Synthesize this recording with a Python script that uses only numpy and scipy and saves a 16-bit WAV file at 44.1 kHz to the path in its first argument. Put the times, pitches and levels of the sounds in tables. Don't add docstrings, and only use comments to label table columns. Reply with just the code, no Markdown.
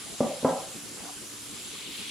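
import sys
import numpy as np
from scipy import signal
from scipy.fft import rfft, irfft, next_fast_len
from scipy.io import wavfile
from scipy.ndimage import uniform_filter1d, map_coordinates

SR = 44100
rng = np.random.default_rng(int(sys.argv[2]) if len(sys.argv) > 2 else 0)


def dump(signal):
    limited = np.clip(np.atleast_2d(signal).T, -1, 1)
    pcm = np.round(limited * 32767).astype(np.int16)
    wavfile.write(sys.argv[1], SR, pcm)


def how_loud(loudness_db):
    steps = np.asarray(loudness_db, float) / 20
    return 10 ** steps


N = 92610


def unit(x):
    return x / np.sqrt(np.mean(x ** 2) + 1e-20)


def along(points, hz):
    f, v = np.transpose(points)
    return np.interp(np.log(hz + 1), np.log(f + 1), v)


def curve(rows):
    return np.interp(np.arange(N) / SR, *np.transpose(rows))


def wobble(rate_hz):
    knots = rng.standard_normal(int(N * rate_hz / SR) + 4)
    return map_coordinates(knots, [np.arange(N) * rate_hz / SR])


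def filtered(x, response):
    m = next_fast_len(N + SR // 2)
    return irfft(rfft(x, m) * response(np.fft.rfftfreq(m, 1 / SR)), m)[..., :N]


def patchy(pair, patchy_db):
    z = signal.stft(pair, nperseg=512)[2]
    field = uniform_filter1d(rng.standard_normal(z.shape[1:]), size=8, axis=0)
    field = uniform_filter1d(field, size=10, axis=1)
    return signal.istft(z * how_loud(patchy_db * unit(field)), nperseg=512)[1][:, :N]


# frequency_hz, correlation
LIKENESS = [(60, 0.56), (380, 0.5), (1300, 0.52), (2400, 0.49), (4400, 0.47), (8100, 0.34), (11000, 0.79),
            (15000, .15)]


def spread(pair, spectrum):
    def mid_side(hz):
        angle = np.arccos(np.clip(along(LIKENESS, hz), -1, 1)) / 2
        return how_loud(along(spectrum, hz)) * [np.cos(angle), np.sin(angle)]
    mid, side = filtered(pair, mid_side)
    return unit(np.array([mid + side, mid - side]))


# frequency_hz, level_db
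RUMBLE_TONE = [(25, -3), (60, -10.5), (110, -7), (220, -2), (295, -4), (420, -3), (560, -13), (900, -27)]
# time_s, level_db
RUMBLE_SWELL = [(.75, -51.5), (1.07, -47.5), (1.1, -53), (1.17, -52.5), (1.42, -53), (1.55, -50),
                (1.85, -51), (2.0, -52.5), (2.1, -54.5)]
# frequency_hz, level_db
STIR_TONE = [(250, -35), (400, 2), (700, 28), (1200, 26), (1700, -72), (2500, -40)]
# time_s, level_db
STIR_SWELL = [(0, -57), (.18, -53), (.8, -60.5), (.93, -58.5), (1.0, -58), (1.1, -56), (1.4, -89),
              (1.7, -75), (2.1, -79)]


def hum():
    noise = patchy(rng.standard_normal((2, N)), patchy_db=2.34)
    rumble = spread(noise, [(10, -60)] + list(RUMBLE_TONE) + [(2000, -66)])
    stir = spread(patchy(rng.standard_normal((2, N)), patchy_db=-7.0), STIR_TONE)
    rumble_gain = how_loud(curve(RUMBLE_SWELL) + 1.9 * wobble(40.13))
    return rumble_gain * rumble + how_loud(curve(STIR_SWELL) + 1.0 * wobble(24)) * stir


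# pitch_hz, level_db (rms)
MOTOR_LINES = [(109, -67.5), (232, -67), (294, -58.5)]


def motor():
    t, out = np.arange(N) / SR, 0
    for hz, db in MOTOR_LINES:
        phase = 2 * np.pi * hz * t + 0.7 * wobble(12)
        out = out + how_loud(db + 2.5 + 3.6 * wobble(13.94)) * np.sin(phase)
    return out


# frequency_hz, level_db
SPRAY_TONE = [(9000, -38), (11500, 9), (13000, -5), (15000, 0), (16500, -22)]
# time_s, level_db
SPRAY_GUSTS = [(0, -73), (.4, -81), (.7, -66), (1.2, -63), (1.7, -64), (2.1, -66)]


def spray():
    gain = how_loud(curve(SPRAY_GUSTS) + 2.5 * wobble(14))
    return gain * spread(rng.standard_normal((2, N)), SPRAY_TONE)


def bursts(count, low_hz, high_hz, cycles, size_db):
    u, t = rng.random((2, count, 3)), np.arange(96) / SR
    hz = (low_hz + (high_hz - low_hz) * u[..., 1])[..., None]
    size = how_loud(-size_db * np.log(1 - u[..., 2]))[..., None] * np.sqrt(hz / high_hz)
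    grain = size * np.exp(-t * hz / cycles) * np.sin(2 * np.pi * hz * t)
    at = (u[..., 0] * N).astype(int)[..., None] + np.arange(96)
    streams = [np.bincount(a.ravel(), g.ravel(), N + 96)[:N] for a, g in zip(at, grain)]
    return unit(np.array(streams))


# time_s, level_db
FINE_ACTIVITY = [(0.0, -46.5), (1.77, -46.5), (1.87, -48.5), (2.0, -46), (2.1, -46)]
# frequency_hz, level_db
FINE_TONE = [(600, -11), (1200, -5), (1900, -7.5), (3200, -4), (5000, -4.5), (7000, -3.5), (10500, -1.5),
             (12000, -15.5),
             (14900, -27), (15400, -29), (16500, -30)]
# time_s, level_db
LARGE_SURGE = [(0, -55.5), (.3, -48.5), (.7, -56), (1.3, -79), (1.55, -48.5), (1.75, -45.5), (1.95, -42),
               (2.1, -42)]
# frequency_hz, level_db
LARGE_TONE = [(1400, -29.5), (2100, -9.5), (2800, -7), (3500, -5.5), (4300, -9), (5500, -21), (6800, -22),
              (9000, -31)]


def foam():
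    fine = 0.49 * bursts(count=16000, low_hz=844, high_hz=15740, cycles=4, size_db=2.2)
    fine = patchy(fine + rng.standard_normal((2, N)), patchy_db=1.05)
    large = 0.72 * bursts(count=4000, low_hz=1966, high_hz=5090, cycles=12, size_db=0.5)
    large = patchy(large + rng.standard_normal((2, N)), patchy_db=-0.05)
    fine_gain = how_loud(curve(FINE_ACTIVITY) + 4.5 + 0.16 * wobble(8.8))
    large_gain = how_loud(curve(LARGE_SURGE) + 0.86 * wobble(22))
    return fine_gain * spread(fine, FINE_TONE) + large_gain * spread(large, LARGE_TONE)


# start_s, pitch_hz, level_db
BIG_BUBBLES = [
    (.975, 1284, -49.5),
    (1.047, 1490, -50),
    (1.175, 1520, -50),
    (1.562, 1230, -50),
    (1.751, 1140, -48),
    (2.006, 1900, -51),
]


def blips():
    length_s, rise = 0.019, 0.11
    out, u = np.zeros(N + SR), np.linspace(0, 1, round(length_s * SR))
    for s, hz, db in BIG_BUBBLES:
        phase = 2 * np.pi * np.cumsum(hz * (1 + rise * (u - .5))) / SR
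        out[round(s * SR):][:len(u)] += how_loud(db) * np.sin(np.pi * u ** 0.65) * np.sin(phase)
    return out[:N]


# frequency_hz, t60_s
ROOM_T60 = [(60, 0.27), (250, 0.13), (600, 0.47), (1200, 0.37), (3000, 0.28)]


def room(x):
    rise_s = 0.021
    hz, t, z = signal.stft(rng.standard_normal((2, SR * 3 // 4)), SR, nperseg=256)
    decay = how_loud(-60 * t / along(ROOM_T60, hz)[:, None])
    a, b = signal.istft(z * decay, SR, nperseg=256)[1]
    rise = 1 - np.exp(-np.arange(len(a)) / SR / rise_s)
    tail = np.array([a + 0.3 * b, a - 0.21 * b]) * rise
    delayed = np.pad(x, (200, 0))[None]
    return signal.fftconvolve(delayed, tail / np.linalg.norm(tail[0]), axes=1)


# start_s, level_db (peak), contact_ms, setting_down (0 or 1)
CONTACTS = [
    (0.2055, -9, 0.63, 0),
    (0.4289, -18.5, 2.6, 0),
    (0.447, -6.5, 0.42, 1),
    (.982, -40.5, 1.1, 0),
]
# pitch_hz, level_db, t60_s
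FIRST_MODES = [(173, 0.5, 0.57), (256.3, 16, 0.097), (368, 4, 0.31), (393.4, -14, 0.12), (517, 2, 2.5),
               (570, 8.5, 0.65), (755, 0, 1.1), (768, -5.5, 5.0), (940, -8, 0.42), (972, -5.5, 0.11),
               (1167, -5, 0.11), (1156, -10, 0.6)]
# pitch_hz, level_db, t60_s
EDGE_MODES = [(174, -7, 0.6), (261.5, 4.5, 0.27), (394, -42, 0.19), (535, -1.5, 5.0), (632, -3.5, 0.91),
              (761, -2, 0.65), (828, -3.5, 0.25), (1002, -1, 0.19), (1138, -14, 1.5), (1243, -13.5, 0.5),
              (1305, -10, 0.14), (1612, -17, 0.75)]


def glass():
    attack_s, early_s, longest_s, late_db, beats_hz, room_db = .002, .07, .45, -11, 44.8, 3
    out, t = np.zeros((2, N + 2 * SR)), np.arange(SR * 3 // 4) / SR
    rise = 1 - np.exp(-t / attack_s)

    def tone(hz, db, t60):
        return how_loud(db - 60 * t / t60) * np.sin(2 * np.pi * hz * t)

    for s, db, contact_ms, which in CONTACTS:
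        early, late = 0, 0
        for hz, level, t60 in (FIRST_MODES, EDGE_MODES)[round(which)]:
            early = early + tone(hz, level, early_s)
            beating = 1 + 18 * t * wobble(beats_hz)[:len(t)]
            late = late + tone(hz, level + late_db, min(t60, longest_s)) * beating
        top = np.abs(early).max()
        blow = early / top + tone(1900, -6.5, 0.0054)
        thud = tone(490, 10, .012)
        push = np.exp(-np.arange(400) / (SR * contact_ms / 8000))
        push = np.convolve(push, push)

        def soft(x):
            return how_loud(db) * np.convolve(x * rise, push / push.sum())

        direct = soft(blow + thud + late / top)[:len(t)]
        wet = how_loud(room_db) * room(soft(blow + 0.4 * thud)[:SR // 10])
        out[:, round(s * SR):][:, :len(t)] += direct
        out[:, round(s * SR):][:, :wet.shape[1]] += wet
    return out[:, :N]


# frequency_hz, level_db
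LEFT_LEVEL = [(60, 14), (130, 1.5), (290, 0.5), (640, 3), (1410, -1), (3100, 2.0), (6820, 2),
              (15000, -13.5)]
# frequency_hz, phase_rad
LEFT_LEAD = [(4000, 0), (8000, -0.54), (10500, -1.76), (15000, -0.5)]


def lean(hz):
    half = np.array([[.5], [-.5]])
    return how_loud(along(LEFT_LEVEL, hz) * half) * np.exp(1j * along(LEFT_LEAD, hz) * half)


def scene():
    central = motor() + blips() + glass()
    return filtered(hum() + foam() + spray(), lean) + central


def housing(hz):
    def pair(centre_hz, width_hz):
        return centre_hz ** 2 - hz * hz + 1j * hz * width_hz
    bass_cut_hz = 79
    bass_cut = -hz * hz / pair(bass_cut_hz, 1.39 * bass_cut_hz)
    return bass_cut * pair(7862, 36) / pair(7735, 130)


def top_cut(x):
    return signal.sosfilt(signal.butter(12, 15740, fs=SR, output="sos"), x)


def record(dry):
    mix = filtered(dry, housing)
    return top_cut(mix)


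dry = scene()
out = record(dry)
dump(out)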